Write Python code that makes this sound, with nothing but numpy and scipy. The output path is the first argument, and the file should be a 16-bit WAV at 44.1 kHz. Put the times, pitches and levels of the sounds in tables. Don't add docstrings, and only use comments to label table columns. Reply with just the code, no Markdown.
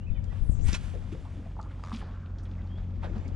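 import sys
import numpy as np
from scipy import signal
from scipy.fft import rfft, irfft
from scipy.io import wavfile

SR = 44100
rng = np.random.default_rng(int(sys.argv[2]) if len(sys.argv) > 2 else 0)


def wrap_up_sound(samples):
    columns = np.atleast_2d(samples).T
    tamed = np.clip(columns, -1, 1)
    steps = np.round(tamed * 32767).astype(np.int16)
    wavfile.write(sys.argv[1], SR, steps)


N = 147735
T = np.arange(N) / SR


def from_db(db):
    return 10 ** (np.asarray(db) / 20)


def rms_one(x):
    return x / np.sqrt(np.mean(x ** 2) + 1e-20)


def in_time(rows):
    s, *columns = np.transpose(rows)
    return [np.interp(T, s, c) for c in columns]


def at_hz(points, hz):
    f, v = np.transpose(points)
    return np.interp(np.log(hz), np.log(f), v)


def pan(db):
    gains = from_db(np.array([[.5], [-.5]]) * db)
    return gains / np.sqrt(np.mean(gains ** 2, axis=0))


def drift(hz):
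    r = np.exp(-80 * np.pi * hz / SR)
    slow = signal.lfilter([1], [1, -2 * r, r * r], rng.standard_normal(N // 40 + 2002))[2000:]
    return np.interp(np.arange(N) / 40, np.arange(len(slow)), rms_one(slow))


def filtered(x, hz, kind, order=2):
    return signal.sosfilt(signal.butter(order, hz, kind, fs=SR, output="sos"), x + 1e-18)


def ring(x, hz, decay_s):
    r, w = from_db(-60 / (decay_s * SR)), 2 * np.pi * hz / SR
    return signal.lfilter([0, np.sin(w)], [1, -2 * r * np.cos(w), r * r], x + 1e-18)


def burst(s, rise_s, decay_s):
    return np.clip((T - s) / rise_s, 0, 1) * from_db(-60 * np.clip((T - s - rise_s) / decay_s, 0, 4))


def noise_bands(colour, flicker_db):
    # (frequency [Hz], likeness [0-1])
    likeness = [(30, 0), (120, 0.86), (300, 1), (2000, 0.93), (5000, 1), (9000, 0.36)]
    edges = 20 * 2 ** np.arange(0, 9.6, .5)
    centres = np.sqrt(edges[1:] * edges[:-1])
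    white, bands = rng.standard_normal((2, 2, N)), []
    for k, hz in enumerate(centres):
        mid, side = filtered(white[k % 2], edges[k:k + 2], "band")
        alike = at_hz(likeness, hz)
        gain = from_db(at_hz(colour, hz) + flicker_db * drift(15))
        bands.append(gain * (np.sqrt(1 + alike) * mid + np.sqrt(1 - alike) * side * [[1], [-1]]))
    return np.array(bands) / np.std(sum(bands)), centres


def noise(colour, flicker_db):
    return noise_bands(colour, flicker_db)[0].sum(axis=0)


def motor():
    # (multiple of the shaft rate, level [dB])
    tones = [(1, -6.5), (2, -3.5), (3, -18.5), (4, -17.5), (5, -24), (6, -30.5), (9, -35.5), (12, -33.5)]
    # (time [s], level [dB])
    load = [(0, -33.5), (1.0, -38), (1.5, -39.5), (2.3, -37), (2.9, -32.5), (3.35, -33)]
    shaft_hz = 44.7 * (1 + .00459 * drift(2.07))
    turn = 2 * np.pi * np.cumsum(shaft_hz) / SR
    hum = sum(from_db(db + drift(7.7)) * np.sin(k * turn + 2 * np.pi * rng.random()) for k, db in tones)
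    return np.sqrt(2) * hum * from_db(in_time(load)[0]) * pan(db=4.5)


def wind():
    # (time [s], level [dB], left minus right [dB])
    strength = [(0, -38, 31), (.15, -29.5, 41), (.36, -32.5, 28.5), (.52, -27.5, 33), (.68, -24, 37),
                (.78, -30.5, 34.5), (.95, -35, 31), (1.8, -41, -12), (2.3, -39.5, -3), (2.5, -41.5, -4),
                (2.9, -35, 26), (3.35, -34.5, 14.5)]
    # (frequency [Hz], level [dB])
    colour = [(20, -1), (40, 4), (65, 1.5), (120, -7.5), (170, -15), (300, -38.5), (600, -44.5),
              (1500, -99)]
    # (centre time [s], peak level [dB], time from centre to peak [s])
    gusts = [(0.117, -17, 0.0048), (0.425, -17.5, 0.0054), (0.497, -10, 0.0022), (0.61, -25.5, 0.018),
             (0.65, -17, 0.01), (0.691, -13, 0.0022), (.735, -17.5, 0.0014)]
    thumps = np.zeros(N)
    for s, peak_db, to_peak in gusts:
        offset = (T - s) / to_peak
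        thumps += from_db(peak_db) * offset * np.exp(1 - np.minimum(abs(offset), 20))
    db, side_db = in_time(strength)
    rumble = filtered(noise(colour, flicker_db=2), 31, "high")
    return from_db(db) * pan(side_db) * rumble + thumps * from_db([[0], [-28]])


def ripples():
    # (time [s], level [dB])
    strength = [(0, -54.5), (.5, -52.5), (1.1, -49.5), (1.4, -51), (1.55, -52.5), (2.1, -51), (2.3, -53.5),
                (2.6, -49.5), (2.9, -52.5), (3.15, -46), (3.35, -48)]
    # (frequency [Hz], level [dB])
    colour = [(100, -8), (220, 10), (350, -8.5), (650, -9), (1300, -16.5), (3200, -27), (4600, -35),
              (7000, -32), (9000, -54), (13000, -67)]
    bubbles_per_s, pitches = 170, np.geomspace(350, 4200, 20)
    pops = from_db(3.5 * np.minimum(rng.exponential(1, N), 2.8)) * rng.choice([-1, 1], N)
    pops *= rng.random(N) < bubbles_per_s / SR
    choice = rng.integers(0, len(pitches), N)
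    bubbles = sum(ring(pops * (choice == k), hz, 14 / hz) * hz ** -.3 for k, hz in enumerate(pitches))
    water = noise(colour, flicker_db=1.5) + from_db(-11) * rms_one(bubbles)
    return from_db(in_time(strength)[0]) * water


def chirps():
    # (start [s], length [s], level [dB], pitch at start, one third, two thirds, end [Hz])
    calls = [(-.01, .07, -65, 2650, 2750, 2900, 3050), (.055, .06, -56.5, 2300, 2600, 2560, 1650),
             (.09, .13, -71, 3550, 3560, 3470, 3400), (.125, .08, -67, 3000, 3060, 3020, 2900),
             (.14, .07, -65, 2020, 1930, 1790, 1700), (.152, .042, -58, 2600, 2380, 2220, 2190),
             (.265, .04, -64, 3300, 3180, 3190, 3330), (.297, .048, -56.5, 1750, 1960, 1900, 1730),
             (2.68, .125, -61, 2900, 3230, 3300, 4100)]
    out, waver = np.zeros(N), 1 + .012 * drift(220)
    for s, length, db, *pitches in calls:
        progress = np.clip((T - s) / length, 0, 1)
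        hz = np.polyval(np.polyfit(np.linspace(0, 1, 4), pitches, 3), progress) * waver
        tone = np.sin(2 * np.pi * np.cumsum(hz) / SR)
        out += from_db(db + 2 * drift(60)) * np.sin(np.pi * progress) * tone
    return out


def far_off(x, decay_s=.45):
    tail = rng.standard_normal((2, SR)) * from_db(-60 * T[:SR] / decay_s)
    tail /= np.sqrt(np.sum(tail ** 2, axis=1, keepdims=True))
    return x + from_db(-6) * signal.fftconvolve(x[None], tail, axes=1)[:, :N]


def ticks(spread=1.45):
    # (start [s], level [dB], centre frequency [Hz], decay [s])
    contacts = [(0.241, -54.5, 5200, 0.018), (0.61, -58, 5050, 0.011), (0.689, -40, 2660, 0.012),
                (.727, -45, 7000, .014), (0.731, -30, 4970, 0.01), (1.614, -54, 5400, 0.016),
                (1.628, -52, 5000, 0.011), (1.793, -51, 1120, 0.041), (1.928, -41.5, 3130, 0.01),
                (1.939, -45, 4000, 0.02), (1.9458, -38, 2840, 0.016), (1.961, -48, 4740, .02),
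                (1.969, -42, 3200, .011), (1.9944, -51, 2800, .013), (2.005, -47, 2600, 0.016),
                (2.258, -56, 2580, 0.042), (2.383, -58.5, 4350, 0.086), (2.431, -64.5, 7200, 0.096),
                (2.452, -57.5, 2600, 0.086), (2.513, -57.5, 3380, 0.025), (2.61, -44.5, 1280, 0.013),
                (2.837, -60, 2440, 0.031), (3.18, -60, 4850, 0.038), (3.279, -54.5, 5600, 0.027)]
    white, out = rng.standard_normal(N), np.zeros(N)
    for s, db, hz, decay in contacts:
        scuff = rms_one(filtered(white, [hz / spread, hz * spread], "band", order=3))
        out += from_db(db) * scuff * burst(s, .03 * decay, decay)
    return out


def line_hiss():
    # (time [s], level [dB])
    run = [(0, -89), (.25, -72), (.38, -62), (.55, -74), (.78, -57.5), (.84, -52.5), (1.0, -63), (1.4, -65),
           (1.55, -71.5), (1.82, -68), (2.0, -56), (2.06, -85)]
    # (frequency [Hz], level [dB])
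    colour = [(400, 0), (1500, 4.5), (3200, 2.5), (5000, -9.5), (7000, -3), (9300, -8), (11000, -8),
              (14000, -18)]
    return from_db(in_time(run)[0] + drift(150)) * noise(colour, flicker_db=.6)


def splashes():
    # (start [s], level at 1200 Hz [dB], rise [s], decay [s], brightness [dB per octave])
    wavelets = [(.312, -53, 0.012, 0.38, -3.5), (.945, -57, .01, 0.22, -8), (1.119, -56, .004, 0.13, 5.5),
                (1.42, -57.5, 0.043, 0.11, -5.5), (1.7, -55, 0.015, 0.12, -0.5),
                (1.916, -48, 0.017, 0.35, 3.5), (2.007, -48, 0.012, 0.17, -6), (2.041, -59.5, 0.04, .8, 0),
                (2.766, -53, 0.019, 0.18, -2), (3.022, -39, 0.022, .14, -2), (3.14, -51, 0.027, 0.16, -2.5)]
    # (frequency [Hz], level [dB])
    colour = [(200, -2.5), (600, 4), (1200, 5), (1800, -0.5), (2400, -8.5), (3300, -5), (6000, -22.5),
              (9000, -25.5), (13000, -42)]
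    bands, centres = noise_bands(colour, flicker_db=2.5)
    levels = np.array([from_db(db) * burst(s, rise, decay) for s, db, rise, decay, _ in wavelets])
    tilts = from_db(np.outer(np.log2(centres / 1200), np.array(wavelets)[:, -1]))
    spray = np.einsum("bcn,bn->cn", bands, tilts @ levels)
    return spray * from_db(1.5 * drift(130))


def line_whistle():
    # (time [s], pitch [Hz], level [dB])
    glide = [(.33, 9600, -103), (.44, 10000, -67.5), (.49, 9000, -66), (.52, 8200, -57), (.56, 7030, -62.5),
             (.6, 6520, -69.5), (.63, 6700, -57.5), (.66, 8600, -52.5), (.7, 9000, -68), (.76, 9350, -71)]
    hz, db = in_time(glide)
    blur = filtered(rng.standard_normal((2, 2, N)), 990, "low")
    phase = 2 * np.pi * np.cumsum(hz) / SR
    whistle = rms_one(blur[0] * np.cos(phase) + blur[1] * np.sin(phase))
    sounding = (T > glide[0][0]) & (T < glide[-1][0])
    return whistle * from_db(db) * sounding * pan(db=4.5)


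def rod_swish():
    # (time [s], level [dB])
    swing = [(.6, -100), (.65, -55), (.688, -40.5), (.712, -47), (.724, -44), (.731, -37), (.738, -44),
             (.749, -33), (.76, -43), (.785, -54), (.83, -81)]
    # (frequency [Hz], level [dB])
    colour = [(300, -7.5), (900, -1.5), (1800, 1.5), (3200, -1), (5000, -13), (7500, 4.5), (10000, -26),
              (13000, -15)]
    # (frequency [Hz], level [dB])
    peaks = [(1403, -5), (1742, -2), (1971, -4), (2112, -6), (2401, -2), (2612, 0), (3475, -2), (3920, -5),
             (4245, -6), (4855, -3), (5688, -5), (7560, -9)]
    loudest_s, loudest_db, swell_s, decay_s = .749, -33, .07, .068
    rush = from_db(in_time(swing)[0] - 2 * drift(250)) * noise(colour, flicker_db=2.5)
    sharp_swish = sum(from_db(db + 3 * drift(50)) * np.sin(2 * np.pi * (hz * T + rng.random()))
                      for hz, db in peaks)
    fade_db = 60 * np.maximum((loudest_s - T) / swell_s, (T - loudest_s) / decay_s).clip(0, 4)
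    return rush + rms_one(sharp_swish) * from_db(loudest_db - fade_db)


def washes(spread=1.26):
    # (start [s], level [dB], centre frequency [Hz], rise [s], decay [s])
    surges = [(.937, -40.5, 493, 0.0029, .16), (1.139, -48, 447, 0.0079, 0.3),
              (1.25, -50.5, 930, .005, 0.18), (1.609, -54.5, 1045, 0.035, .7),
              (1.703, -52.5, 1370, 0.01, 0.065), (2.04, -57, 1250, 0.054, 2.26),
              (3.035, -40.5, 501, .012, 0.26)]
    white, out = rng.standard_normal(N), np.zeros(N)
    for s, db, hz, rise, decay in surges:
        churn = rms_one(filtered(white, [hz / spread, hz * spread], "band", order=3))
        out += from_db(db) * churn * burst(s, rise, decay)
    return out * from_db(-.5 * drift(60))


def gulps(pitch_rise=.093, roughness=.81):
    # (start [s], level [dB], starting pitch [Hz], length [s])
    pockets = [(0.956, -41.5, 400, 0.021), (1.123, -30, 296, 0.016), (1.14, -38.5, 149, 0.035),
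               (1.366, -42, 276, 0.084), (1.454, -46, 614, .022), (1.567, -37, 890, 0.0045),
               (1.574, -38, 760, 0.0024), (1.589, -33.5, 870, .016), (1.597, -34, 1074, 0.0099),
               (1.639, -48, 866, 0.011), (1.9175, -31, 1110, 0.0059), (1.92, -35.5, 214, .07),
               (1.927, -35.5, 1110, .006), (2.014, -46.5, 1230, 0.0074), (2.022, -41.5, 788, .025),
               (2.581, -53.5, 1910, .025), (3.042, -42.5, 1502, 0.028), (3.077, -47, 332, .2),
               (3.15, -36.5, 206.4, 0.055), (3.245, -53, 2146, 0.043)]
    out = np.zeros(N)
    for s, db, hz, length in pockets:
        age = np.clip((T - s) / length, 0, 10)
        swell = age / .28
        phase = 2 * np.pi * hz * length * (age + pitch_rise * age ** 2 / 2)
        churn = roughness * (drift(hz / 5) * np.sin(phase) + drift(hz / 5) * np.cos(phase))
        tone = (np.sin(phase) + churn) / np.sqrt(1 + 2 * roughness ** 2)
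        out += from_db(db) * (swell * np.exp(1 - swell)) ** 2 * tone
    return out


def ratchet(start_s=1.8372, clicks_per_s=87, decay_s=.022):
    # (frequency [Hz], level [dB])
    colour = [(500, -12), (950, 6.5), (1600, -6), (2800, -14), (6200, -17), (8500, -32)]
    clicks = np.zeros(N)
    for k in range(7):
        db = -42.5 - .7 * k + 1.5 * rng.standard_normal()
        clicks += from_db(db) * burst(start_s + k / clicks_per_s, .03 * decay_s, decay_s)
    return clicks * noise(colour, flicker_db=0)[0]


def deck_echoes(x):
    # (left delay [s], right delay [s], level [dB])
    echoes = [(.0043, .0051, -18), (0.0118, .0094, -9.5), (0.023, 0.02, -15.5)]
    return x + sum(from_db(db) * np.array([np.interp(T - lag, T, x, left=0) for lag in lags])
                   for *lags, db in echoes)


def from_the_side(x):
    # (frequency [Hz], left minus right [dB], left's lead [radians])
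    sides = [(198, 1, 0.32), (506, 4, -1), (990, -1.5, -1.24), (2280, -6, -0.92), (4600, 0.5, -0.73),
             (8700, 1.5, -2.03)]
    hz = np.maximum(np.arange(N + 1) * SR / (2 * N), 1)
    db, lead = (at_hz(np.array(sides)[:, [0, k]], hz) for k in (1, 2))
    spectrum = rfft(np.hstack([x, x[:, ::-1]]))
    return irfft(spectrum * pan(db) * np.exp(1j * lead * np.array([[.5], [-.5]])))[:, :N]


def scene():
    hum_and_wind = motor() + wind()
    around = ripples() + rod_swish() + line_whistle() + line_hiss() + splashes() + washes()
    around += deck_echoes(gulps() + ticks() + ratchet())
    return hum_and_wind + from_the_side(around + far_off(chirps()))


def record(dry):
    # (time [s], share of the left-right difference kept [0-1])
    width = [(0, 1), (.9, 0.96), (1.15, 0.63), (1.4, 0.23), (1.9, 0.018), (2.4, 0.017), (2.9, 0.29),
             (3.05, 0.89), (3.35, 0.94)]
    mid = dry.mean(axis=0)
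    narrowed = mid + (dry - mid) * in_time(width)[0]
    dulled = filtered(narrowed, 9850, "low", order=4)
    return signal.sosfilt(signal.ellip(10, .1, 80, 13700, fs=SR, output="sos"), dulled)


dry = scene()
out = record(dry)
wrap_up_sound(out)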